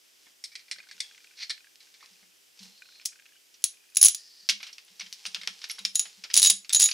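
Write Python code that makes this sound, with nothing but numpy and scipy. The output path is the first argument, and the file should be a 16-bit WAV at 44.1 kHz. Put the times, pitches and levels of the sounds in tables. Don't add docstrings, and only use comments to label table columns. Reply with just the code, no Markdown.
import sys
import numpy as np
from scipy import signal
from scipy.fft import rfft, irfft
from scipy.io import wavfile
from scipy.ndimage import uniform_filter1d

SR = 44100
rng = np.random.default_rng(int(sys.argv[2]) if len(sys.argv) > 2 else 0)


def gain_from_decibels(decibels):
    exponent = np.asarray(decibels, float) / 20
    return 10 ** exponent


def wrap_up_sound(samples):
    columns = np.atleast_2d(samples).T
    tamed = np.clip(columns, -1, 1)
    steps = np.round(tamed * 32767).astype(np.int16)
    wavfile.write(sys.argv[1], SR, steps)


N = 305613

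# [f/Hz, partner f/Hz, loud moment/s, lasting t60/s, lasting share/dB]
HEAD = [(3840, 4060, 0.0067, .1, -16), (6780, 6830, 0.0067, 0.22, -15), (9867, 9730, 0.0044, 0.15, -20.5),
        (10810, 10906, 0.0062, 0.23, -16)]
# [f/Hz, level/dB, t60/s]
SIDE_RINGS = [(5420, -26.5, .025), (6400, -17, 0.01), (9040, -25.5, .02), (15750, -31, 0.012),
              (15640, -20, 0.032)]
# [f/Hz, level/dB]
CRACK = [(18, -56), (30, -34.5), (1060, -24.5), (1340, -23.5), (3210, -5), (4290, -2.5), (6050, 3),
         (8760, -6.5), (10800, -2), (12000, -21), (13000, -20.5), (15200, -15.5), (16500, -60)]
# [t/s, peak level/dB, place struck (0 low ring - 3 top ring), ring level/dB,
# lasting ring level/dB]
HELD_SNAPS = [(3.0572, -8, 1.1, -30, -20), (3.6406, -2.5, 3.06, -8.5, -7), (3.9696, -0.5, 3.05, -6.5, -27),
              (4.0152, -1.5, 2.95, -1, -15), (4.0282, 1.5, 3.2, 1, -22), (4.0387, -1, 1.7, -9, -8.5),
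              (4.0474, -0.5, 2.6, 2, -12), (4.0561, 0, 2.18, 4.5, -13.5), (4.0606, -9.5, 2.05, 5, -12.5),
              (4.0666, -1, 2.2, -11, -6.5), (4.0844, -1.5, 2.9, -10.5, -8), (4.147, -11.5, 0.99, -5, -27)]
SWUNG_SNAPS = [(5.955, -8.5, 1.46, -6.5, 8), (5.9946, -7.5, 1.57, -7, 3.5), (6.336, -22.5, 1.5, -17, -1),
               (6.3406, -0.5, 0.99, -22, -4), (6.355, -7, 0.91, -13, 0), (6.3659, -3.5, 2.3, -6, -5),
               (6.3753, 1, 2.05, -11.5, -7), (6.387, -9.5, 1.1, -12, 0), (6.397, -8.5, 1.9, -7, 2),
               (6.4187, -4, 2, -8, 1), (6.429, -1, 2.7, -7, -3), (6.4373, -6, 2.35, -6, 5),
               (6.4476, -1.5, 1.9, -20, -1), (6.4593, -1, 2.1, -12, 0), (6.4718, -3.5, 1.8, -11, -7),
               (6.499, -2, 1.8, -22, -1), (6.5009, -0.5, 2.1, -10, 7), (6.7274, -15, 3.1, -6.5, -8),
               (6.7317, -5, 3.2, -7, -8), (6.7472, -2, 2.5, -5.5, -7), (6.7608, -7.5, 1.3, -6, -8),
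               (6.7988, -4, 2.9, -8.5, -9), (6.808, -3, 2.1, -11.5, -2), (6.819, -5.5, 2.8, -10, -2),
               (6.828, -5, 1.2, -5, -2), (6.8405, -5, 2.1, -9, 10), (6.8581, -7, 2.53, -13.5, 14.5)]
TOUCHES = [(3.0533, -23, 1.8, -8, -15), (3.622, -39, 3, -21, -12), (3.9, -52, 3, -5, -3),
           (3.949, -28.5, 2.5, -4, -9), (3.958, -21.5, 1.3, -9, -8), (4.013, -14, 0.96, 1, -4),
           (4.849, -56, 1.9, 5, 3), (5.714, -50, 2.27, 12.5, 11), (5.79, -35, .05, 0, -1),
           (5.856, -50, 0.87, 21, -3), (5.949, -26, 2.5, -12, -1), (6.795, -13, 2.9, -16, -3)]
# [t/s, level/dB, f/Hz, length/s]
SWELLS = [
    (6.343, -27, 6930, 0.067),
    (6.369, -26.5, 4015, 0.042),
    (6.44, -23, 3840, 0.041),
    (6.466, -14, 6790, 0.023),
    (6.519, -39, 6780, 0.025),
    (6.742, -19.5, 6780, 0.045),
    (6.797, -20, 6793, 0.082),
    (6.838, -27.5, 3840, 0.039),
]

# [f/Hz, level/dB]
NUT_COLOUR = [(120, -90), (200, -58.5), (1140, -33), (2210, -2.5), (2750, -13.5), (4520, 2.5),
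              (6880, -10.5), (7410, -11.5), (9060, -9.5), (16000, -45)]
# [f/Hz, level/dB]
SOCKET_COLOUR = [(120, -71), (200, -51), (1100, -22.5), (1400, -15), (2020, -10.5), (2170, -5), (5420, 0.5),
                 (7540, -16), (9580, -18), (16000, -35.5)]
# [f/Hz, level/dB, t60/s]
WASHER = [(2320, -15, 0.041), (3360, -34, 0.064), (4400, -27, 0.043), (5420, -4, 0.026)]
# [t/s, peak level/dB, strongest ring f/Hz, treble tilt/dB per octave]
NUT_KNOCKS = [(.2666, -42.5, 3400, -19.5), (.4394, -23, 5700, 3.5), (.4455, -28.5, 3740, 0),
              (.518, -38, 5440, -3), (.5538, -23, 4050, -3.5), (.592, -38, 2360, -6), (.612, -44, 4100, -7),
              (.709, -47, 2320, -5), (.6814, -37, 2400, -10), (.7133, -14, 4480, -3),
              (.7843, -30.5, 4400, -13), (.8286, -39.5, 4520, -9), (.888, -34, 2180, -8),
              (.9124, -28, 2070, -5), (1.0036, -10, 3530, 0.5), (1.4961, -19.5, 5460, -3),
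              (1.5036, -14, 4490, -5), (1.8044, -37.5, 3980, -3.5), (1.9405, -38, 3580, -6),
              (2.0073, -41.5, 3600, -12), (2.0283, -40, 2070, -10), (2.041, -42, 2520, -13),
              (2.0605, -45, 4790, 6), (2.071, -49, 2530, -16), (2.131, -45, 5200, 2),
              (2.228, -47.5, 5140, -22)]
FITTING_KNOCKS = [(2.5915, -32.5, 4640, 1), (2.6294, -33, 4100, 7), (2.775, -43.5, 4400, 3),
                  (3.013, -35.5, 5300, -5), (3.5414, -38.5, 5830, 0), (4.4897, -5, 5420, 0),
                  (4.4959, -4.5, 5410, 0), (4.603, -30.5, 2500, -6.5), (4.6297, -21.5, 2390, -3.5),
                  (4.655, -38, 5650, -7), (4.667, -28, 3050, -2), (4.683, -43, 1690, -8),
                  (4.6908, -32.5, 2840, -8.5), (4.7283, -34.5, 5180, 3), (4.782, -31.5, 2600, -4.5),
                  (4.8801, -42, 3020, -5), (4.996, -25.5, 5550, -3.5), (5.0087, -22, 2244, -4.5),
                  (5.0625, -31, 3130, -2), (5.1273, -24.5, 5940, 7)]
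LOADED_KNOCKS = [(5.2536, -18.5, 3020, -6), (5.2628, -15, 4690, 0.5), (5.3458, -17, 3560, -1),
                 (5.3617, -21.5, 2720, -9), (5.4139, -24, 3750, -3.5), (5.4339, -26.5, 2130, -6),
                 (5.474, -16.5, 5500, -8.5), (5.617, -27, 5346, -4), (5.63, -30.5, 3640, -4.5),
                 (5.6412, -14, 3830, -4), (5.698, -18.5, 2170, -0.5), (5.7067, -20.5, 5490, 0),
                 (5.7839, -28, 4780, -9), (5.7909, -24.5, 3770, -2), (5.8511, -9.5, 5230, 0.5),
                 (6.055, -28, 2670, -8.5), (6.2382, -21.5, 5220, -2.5), (6.247, -30.5, 5630, -11),
                 (6.3008, -25, 1890, -5), (6.3106, -24, 5100, -4), (6.6465, -29, 4480, -4.5),
                 (6.6935, -26, 3700, 11), (6.703, -19.5, 3640, -4), (6.888, -14.5, 2500, -2),
                 (6.9124, -15.5, 5660, -3.5)]
# [t/s, peak level/dB]
CONTACTS = [(0.44, -27), (1.003, -21), (1.7574, -28), (2.06, -27), (4.4895, -1), (4.783, -20), (5.127, -13),
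            (5.2534, -14), (5.347, -8), (5.3617, -33), (5.434, -23), (5.475, 0), (5.591, -29),
            (5.8514, 1.5), (6.6947, -10), (6.914, -9)]
# [t/s,
# level/dB, f/Hz, t60/s]
SINGING = [(0.439, -24, 5410, 0.038), (0.518, -53, 2310, 0.31), (0.519, -46, 5470, 0.063),
           (0.5547, -40.5, 2450, 0.069), (1.031, -45, 3315, .3), (1.506, -30, 4050, 0.084),
           (2.027, -41.5, 1170, 0.016), (2.04, -45, 1050, 0.015), (3.06, -17, 6520, 0.022),
           (4.089, -22, 6090, 0.032), (3.332, -50, 2940, 0.033), (3.365, -47.5, 2960, 0.047),
           (4.625, -47, 11530, 0.036), (4.729, -34.5, 5560, 0.034), (4.995, -27.5, 5650, 0.038),
           (4.996, -47, 8000, .07), (5.264, -38, 8780, 0.09), (5.688, -43, 11400, 0.15),
           (5.699, -38, 5480, 0.27), (5.885, -54, 10000, 0.29), (6.693, -22, 8000, 0.021),
           (6.913, -20, 6320, 0.031), (6.914, -17, 4630, 0.027)]

# [t/s, level/dB, hum f/Hz]
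SLIDE = [
    (2.64, -65, 4250),
    (2.7, -65, 4230),
    (2.79, -67, 4130),
    (2.86, -63, 4100),
    (2.93, -59.5, 4130),
    (2.99, -60.5, 4200),
    (3.03, -67, 4350),
]
# [f/Hz, level/dB]
SLIDE_COLOUR = [(2000, -21.5), (3700, -7), (4150, -9), (5300, -5), (6500, -16), (12000, -44)]
# [t/s, level/dB, resonance f/Hz]
GUIDING = [
    (4.159, -50, 4900),
    (4.23, -54, 4950),
    (4.285, -53, 4990),
    (4.31, -57.5, 4700),
    (4.36, -55, 4800),
    (4.43, -55, 4680),
    (4.49, -57, 4830),
]
# [t/s, level/dB]
RUBS = [
    [(0.0, -90), (0.264, -62), (0.42, -88)],
    [(0.5, -54), (0.644, -93), (0.976, -58.5), (1.562, -69), (1.79, -80), (1.83, -59.5), (1.92, -67.5),
     (2.04, -61.5), (2.3, -70)],
    [(2.55, -67), (2.628, -52), (2.8, -70.5)],
    [(4.55, -75), (4.898, -62.5), (5.248, -55), (5.93, -55.5)],
    [(6.0, -50), (6.14, -58), (6.33, -61)],
]
# [f/Hz, level/dB]
RUB_COLOUR = [(110, -34), (180, -22), (300, -27), (492, 0.5), (629, -57), (781, -3), (1200, -9),
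              (2410, 0.5), (5300, 6), (12000, -15.5), (15600, -66), (22000, -120)]
# [t/s, level/dB]
SCRAPE = [
    [(1.35, -80), (1.376, -49), (1.433, -35.5)],
    [(1.433, -33), (1.489, -74), (1.495, -43)],
]
# [f/Hz, level/dB]
BINDING_COLOUR = [(410, -64), (700, -31), (1180, -25), (2190, -3.5), (2990, -11.5), (4470, 0), (5810, -7),
                  (7370, -23), (12000, -33), (15600, -66), (22000, -120)]
# [t/s, peak level/dB]
JOLTS = [
    (0.7144, -72),
    (3.0572, -65),
    (3.641, -50),
    (3.9715, -46),
    (5.955, -56),
]

# [t/s, peak level/dB, low ring level/dB, high ring
# level/dB]
TICKS = [(0.762, -40, -51, -52), (0.803, -41, -50, -40.5), (0.8383, -48, -53, -56),
         (0.871, -48, -55, -60), (0.914, -51, -44, -56), (0.945, -54, -61, -60),
         (0.9806, -36, -59, -53), (1.045, -49, -54, -60), (1.112, -36, -58, -56),
         (1.1483, -36, -66, -53), (1.179, -35, -56, -58), (1.205, -46, -64, -54),
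         (1.244, -36, -58, -53), (1.2715, -45, -65, -52), (1.311, -42, -56, -55),
         (1.3384, -49, -63, -57), (1.5444, -48, -64, -57), (1.5788, -36, -57, -59),
         (1.606, -47, -63, -51), (1.6453, -40, -55, -57), (1.671, -51, -52, -58),
         (1.8721, -49, -65, -59), (2.1564, -58, -71, -61), (2.3216, -56, -74, -59),
         (2.8212, -33.5, -47, -41.5), (2.857, -47, -58, -55), (2.89, -50, -54, -58),
              (2.9228, -53, -62, -58), (2.957, -45, -71, -53), (2.9987, -37, -59, -51),
              (3.023, -51, -64, -64), (3.09, -50, -66, -53), (3.123, -50, -61, -56),
              (3.1304, -39, -57, -59), (3.1577, -41, -69, -59), (3.1908, -48, -57, -60),
              (3.198, -37, -57, -53), (3.2233, -46, -64, -59), (3.257, -41, -64, -59),
              (3.263, -38, -59, -55), (3.291, -46, -60, -58), (3.3224, -52, -58, -62),
              (3.3566, -55, -59, -67), (3.7403, -52, -72, -55), (3.7715, -49, -73, -58),
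              (3.806, -59, -70, -55), (3.84, -50, -71, -62), (3.856, -57, -70, -61),
              (3.8905, -54, -72, -59), (3.923, -56, -68, -57)]
# [t/s, peak level/dB]
THUMPS = [(.748, -75), (.948, -70), (2.108, -69), (2.225, -67), (2.602, -54.5), (4.426, -72), (4.512, -62),
          (4.902, -67.5), (5.02, -62), (5.27, -59.5), (5.377, -59), (5.482, -57), (5.8, -60.5),
          (5.859, -61.5), (6.066, -70), (6.175, -63), (6.519, -55.5)]
# [f/Hz, level/dB]
FLOOR = [(15, -69), (25, -10.5), (220, -34), (259, -8), (313, -9), (399, -5), (433, -8), (496, -8.5),
         (1150, -13), (3150, -6), (4020, -10.5), (4990, -6), (7710, -11), (15200, -18), (16500, -43)]
# [f/Hz, likeness (-1 to 1)]
SAME = [(60, -1.3), (240, -0.64), (950, -0.71), (3770, 0.68), (15000, 1)]
# [f/Hz, t60/s]
ROOM = [(200, 0.24), (1400, 0.21), (4000, 0.23), (10000, 0.19), (16000, 0.054)]
# [f/Hz, ratio]
APART = [(100, 1.2), (500, 1.1), (2000, 1.15), (6000, 0.3), (11500, .19), (14000, .55)]

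SEATED_S = 5


def ratchet():
    out, t = np.zeros(N), np.arange(9500) / SR
    rise = 1 - np.exp(-t / 0.00044)
    tooth = sharp_point(CRACK)
    snaps = HELD_SNAPS + SWUNG_SNAPS
    starts = np.sort([row[0] for row in snaps] + [np.inf])
    for s, db, place, near_db, lasting_db in snaps + TOUCHES:
        held = s < SEATED_S
        free = .35 if held else 1
        rings = head_rings(t, place, near_db, lasting_db, held, free)
        gap = starts[starts > s + .003][0] - s
        rings *= gain_from_decibels(-13 / np.sqrt(free) * np.clip((t - gap) / .002, 0, 1))
        tail_db, tilt_db = (-7, 2) if held else (-0.5, 0)
        shape = hold(t, .0019 - 0.00036 * free) + gain_from_decibels(tail_db) * fade(t, 0.06)
        crack = struck(rise * shape, CRACK, tilt_db)
        add(out, s - .0003, gain_from_decibels(db - 4.5) * (gain_from_decibels(-0.5) * crack + rings * rise))
        add(out, s - 30 / SR, gain_from_decibels(db - 2.5) * tooth)
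    return out


def head_rings(t, place, near_db, lasting_db, held, free):
    phase = 2 * np.pi * rng.random(13)
    detune = 1 + 0.0021 * rng.standard_normal(13)
    away = np.arange(len(HEAD)) - place
    far_db = -12.5 - 3.5 * held - max(near_db, 0)
    struck_db = near_db + far_db * (1 - np.exp(-(away / 0.84) ** 2))
    struck_db += 0.5 * rng.standard_normal(len(HEAD))
    struck_db[0] -= 7.5 * held
    rings = np.zeros(len(t))
    for k, (hz, pair_hz, quick, lasting, share_db) in enumerate(HEAD):
        partner_level = 0.32 + 0.36 * phase[k + 8] / (2 * np.pi)
        pair = np.sin(2 * np.pi * hz * detune[k] * t + phase[k])
        pair += partner_level * np.sin(2 * np.pi * pair_hz * detune[k + 4] * t + phase[k + 4])
        t60 = lasting * (np.sqrt(free) if k < 2 else 1)
        decay = hold(t, free ** .3 * quick) + gain_from_decibels(share_db + lasting_db - 2.0) * fade(t, t60)
        rings += gain_from_decibels(struck_db[k] + 2.0) * pair * chatter(len(t), 4 * free) * decay
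    for k, (hz, ring_db, t60) in enumerate(SIDE_RINGS):
        ring = np.sin(2 * np.pi * hz * detune[k + 8] ** 8 * t + phase[k + 8])
        rings += gain_from_decibels(ring_db) * ring * fade(t, t60)
    return rings


def swells():
    out = np.zeros(N)
    for s, db, hz, length in SWELLS:
        t = np.arange(0, length, 1 / SR)
        ring = np.sin(2 * np.pi * (hz * t + rng.random())) * chatter(len(t), 3.27)
        add(out, s, gain_from_decibels(db) * ring * signal.windows.tukey(len(t), .6))
    return out


def knocks():
    out, t = np.zeros(N), np.arange(5500) / SR
    rise = 1 - np.exp(-t / 0.00022)
    groups = (NUT_KNOCKS, 0.056), (FITTING_KNOCKS, 0.07), (LOADED_KNOCKS, 0.049)
    for s, db, hz, tilt_db, middling in [row + (t60,) for rows, t60 in groups for row in rows]:
        t60 = middling * gain_from_decibels(0.1463 * (-7.5 - db))
        by_hand = s < 2.4
        colour = NUT_COLOUR if by_hand else SOCKET_COLOUR
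        uneven = chatter(len(t), 1.84, 50)
        rattle = struck(rise * uneven * fade(t, t60), colour, tilt_db)
        phase, chance_db = 2 * np.pi * rng.random(5), 1.4 * rng.standard_normal(4)
        rings = np.sin(2 * np.pi * hz * t + phase[4]) * fade(t, 0.4 * t60)
        for k, (ring_hz, ring_db, ring_t60) in enumerate(WASHER if by_hand else []):
            ring = np.sin(2 * np.pi * ring_hz * t + phase[k])
            rings += gain_from_decibels(ring_db + chance_db[k]) * ring * fade(t, ring_t60)
        add(out, s - .0003, gain_from_decibels(db - 6.0) * (rattle + 0.5 * rings * (1 - np.exp(-t / 0.00034))))
    return out


def contacts():
    out = np.zeros(N)
    point = sharp_point(SOCKET_COLOUR, 1.2)
    for s, db in CONTACTS:
        add(out, s - 30 / SR, gain_from_decibels(db - 5.5) * point)
    return out


def singing():
    out, t = np.zeros(N), np.arange(5500) / SR
    for s, db, hz, t60 in SINGING:
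        rough = chatter(len(t), 3.58)
        wander = .04 * np.cumsum(np.log(rough)) / SR
        tone = np.sin(2 * np.pi * hz * (t + wander))
        tone += 0.35 * np.sin(2 * np.pi * (0.8 * hz * t + rng.random()))
        shape = fade(t, t60) * (1 - np.exp(-t / 0.001)) * signal.windows.tukey(len(t), .01)
        add(out, s, gain_from_decibels(db - 3) * tone * rough * shape)
    return out


def sliding():
    s, slips = rubbing([row[:2] for row in SLIDE], SLIDE_COLOUR, 9000, 1.3)
    times, _, hz = np.transpose(SLIDE)
    hum_hz = np.interp(s + np.arange(len(slips)) / SR, times, hz)
    hum = resonate(slips, hum_hz, 150)
    return s, gain_from_decibels(-3.5) * slips + hum * np.std(slips) / np.std(hum)


def guiding():
    out = np.zeros(N)
    s, level_db, hz = np.transpose(GUIDING)
    t = np.arange(s[0], s[-1], 1 / SR)
    slips = rng.standard_normal(len(t)) * chatter(len(t), 1.7)
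    upper_hz = np.interp(t, s, hz)
    hollow_hz, hollow_width_hz = 1870, 230
    upper = resonate(resonate(slips, upper_hz, 1000), upper_hz, 2000)
    hollow = resonate(resonate(slips, hollow_hz, hollow_width_hz), hollow_hz, hollow_width_hz)
    hiss = evened(upper) + gain_from_decibels(-20) * evened(hollow)
    add(out, s[0], gain_from_decibels(np.interp(t, s, level_db)) * hiss * signal.windows.tukey(len(t), .1))
    return out


def hands():
    out = np.zeros(N)
    for rows in RUBS:
        add(out, *rubbing(rows, RUB_COLOUR, 5000, 3.4))
    add(out, *rubbing(sum(SCRAPE, []), BINDING_COLOUR, 5700, 1.2))
    add(out, *sliding())
    return out


def rubbing(rows, colour, grains_per_s, spread_db):
    s, level_db = np.transpose(rows)
    t = np.arange(s[0], s[-1], 1 / SR)
    draw, size, sign = rng.random((len(t), 3)).T
    slips = (draw < grains_per_s / SR) * gain_from_decibels(-spread_db * np.log(size + 0.0077)) * (sign - .5)
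    level = gain_from_decibels(np.interp(t, s, level_db))
    return s[0], level * coloured(slips, colour) * signal.windows.tukey(len(t), .1)


def jolts():
    out = np.zeros(N)
    u = np.arange(1500) / SR / .0009
    for s, db in JOLTS:
        add(out, s, gain_from_decibels(db) * peaked(u * np.exp(-u)))
    return out


def ticks():
    out, t = np.zeros(N), np.arange(1500) / SR
    # [f/Hz, level/dB]
    housing = [(900, -34), (1600, 3.5), (2000, 1.0), (2500, 4.0), (3100, -2.0), (8000, -12.5), (12000, -36)]
    shape = fade(t, 0.033) * (1 - np.exp(-t / 0.0003))
    for s, db, low_db, high_db in TICKS:
        detune = 1 + np.array([[.05], [.02]]) * rng.standard_normal((2, 1))
        hz = np.array([[1593], [2450]]) * detune
        rings = gain_from_decibels([low_db, high_db]) @ np.sin(2 * np.pi * (hz * t + rng.random((2, 1))))
        buzz = struck(shape * fade(t, 0.068), housing)
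        add(out, s - .001, gain_from_decibels(db - 6) * buzz + rings * peaked(shape))
    return out


def bench():
    out, t = np.zeros(N), np.arange(12000) / SR
    for s, db in THUMPS:
        boom = np.sin(2 * np.pi * 176.6 * (1 + 0.049 * rng.standard_normal()) * t)
        boom += 0.59 * np.sin(2 * np.pi * (212 * t + rng.random()))
        slow = uniform_filter1d(uniform_filter1d(rng.standard_normal(len(t)), 400), 400)
        wobble = gain_from_decibels(3 * evened(slow))
        shape = fade(t, 0.27) * (1 - np.exp(-t / 0.0014))
        add(out, s, gain_from_decibels(db - 0.5) * peaked(boom * wobble * shape))
    stir_colour = [(15, -20), (40, -7), (120, -5), (170, 0), (210, -8), (300, -40)]  # [f/Hz, level/dB]
    return out + gain_from_decibels(-93.5) * coloured(rng.standard_normal(N), stir_colour)


def workshop(x):
    taps = np.zeros((2, SR // 2))
    at = np.arange(150, SR // 2 - 20, 20)
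    at = at + rng.integers(0, 20, (2, len(at)))
    np.put_along_axis(taps, at, rng.choice([-1., 1.], at.shape), 1)
    hz, t, z = signal.stft(taps, SR, nperseg=128)
    both, differ = z * gain_from_decibels(-60 * t / read(ROOM, hz)[:, None])
    differ = differ * read(APART, hz)[:, None]
    tail = signal.istft(np.array([both + differ, both - differ]), SR, nperseg=128)[1]
    return signal.fftconvolve(x[None], tail / np.linalg.norm(tail.mean(0)), axes=1)[:, :N]


def floor():
    frames, hz = N // 256 + 5, np.fft.rfftfreq(1024, 1 / SR)
    a, b, c, d, patches = rng.standard_normal((frames, 513, 5)).T
    patches = evened(uniform_filter1d(uniform_filter1d(patches, 12, 0), 10, 1))
    same = np.clip(read(SAME, hz), -1, 1)[:, None]
    left = a + 1j * b
    right = same * left + np.sqrt(1 - same ** 2) * (c + 1j * d)
    z = np.array([left, right]) * gain_from_decibels(read(FLOOR, hz)[:, None] + 0.37 * patches)
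    return gain_from_decibels(-61) * evened(signal.istft(z, nperseg=1024, noverlap=768)[1][:, :N])


def evened(x):
    return x / np.sqrt(np.mean(x ** 2) + 1e-20)


def peaked(x):
    return x / (np.max(abs(x)) + 1e-20)


def read(points, hz):
    f, value = np.transpose(points)
    return np.interp(np.log(hz + 1), np.log(f + 1), value)


def add(mix, s, sound):
    part = mix[round(s * SR):][:len(sound)]
    part += sound[:len(part)]


def fade(t, t60):
    return gain_from_decibels(-60 * t / max(t60, .002))


def hold(t, length):
    return np.exp(-(t / max(length, .001)) ** 2)


def chatter(count, rough_db, smooth=120):
    return gain_from_decibels(rough_db * evened(uniform_filter1d(rng.standard_normal(count), smooth)))


def coloured(x, points, tilt_db=0):
    hz = np.fft.rfftfreq(len(x), 1 / SR)
    gain = gain_from_decibels(read(points, hz) + tilt_db * np.log2(hz / 4000 + 0.074))
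    return evened(irfft(rfft(x) * gain, len(x)))


def struck(envelope, points, tilt_db=0):
    burst = coloured(rng.standard_normal(len(envelope)) * envelope, points, tilt_db)
    return peaked(burst) * np.clip(np.arange(len(burst))[::-1] / 300 - 1, 0, 1) ** 2


def sharp_point(points, tilt_db=0):
    click = coloured(np.arange(600) == 40, points, tilt_db)
    return peaked(click) * signal.windows.tukey(600, .12)


def resonate(x, hz, width_hz):
    turn = np.exp(2j * np.pi * np.cumsum(hz * np.ones(len(x))) / SR)
    r = np.exp(-np.pi * width_hz / SR)
    return 2 * (turn * signal.lfilter([1 - r], [1, -r], x / turn)).real


def scene():
    near = ratchet() + swells() + knocks() + contacts() + singing() + hands()
    top = bench()
    mix = near * gain_from_decibels([[-.2], [.2]]) + guiding() + jolts() * gain_from_decibels([[1.5], [-1.5]])
    mix += ticks() + top * gain_from_decibels([[-.6], [.6]])
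    return mix + gain_from_decibels(-13.0) * workshop(near + 1.8 * top) + floor()


def band_limit(x):
    return signal.sosfilt(signal.butter(12, 17130, fs=SR, output="sos"), x)


def record(dry):
    bent = .95 * np.tanh(dry / .95)
    band = signal.firwin(127, 15900, window=("kaiser", 5), fs=SR)
    limited = signal.oaconvolve(bent, band[None], "same")
    return band_limit(limited)


dry = scene()
out = record(dry)
wrap_up_sound(out)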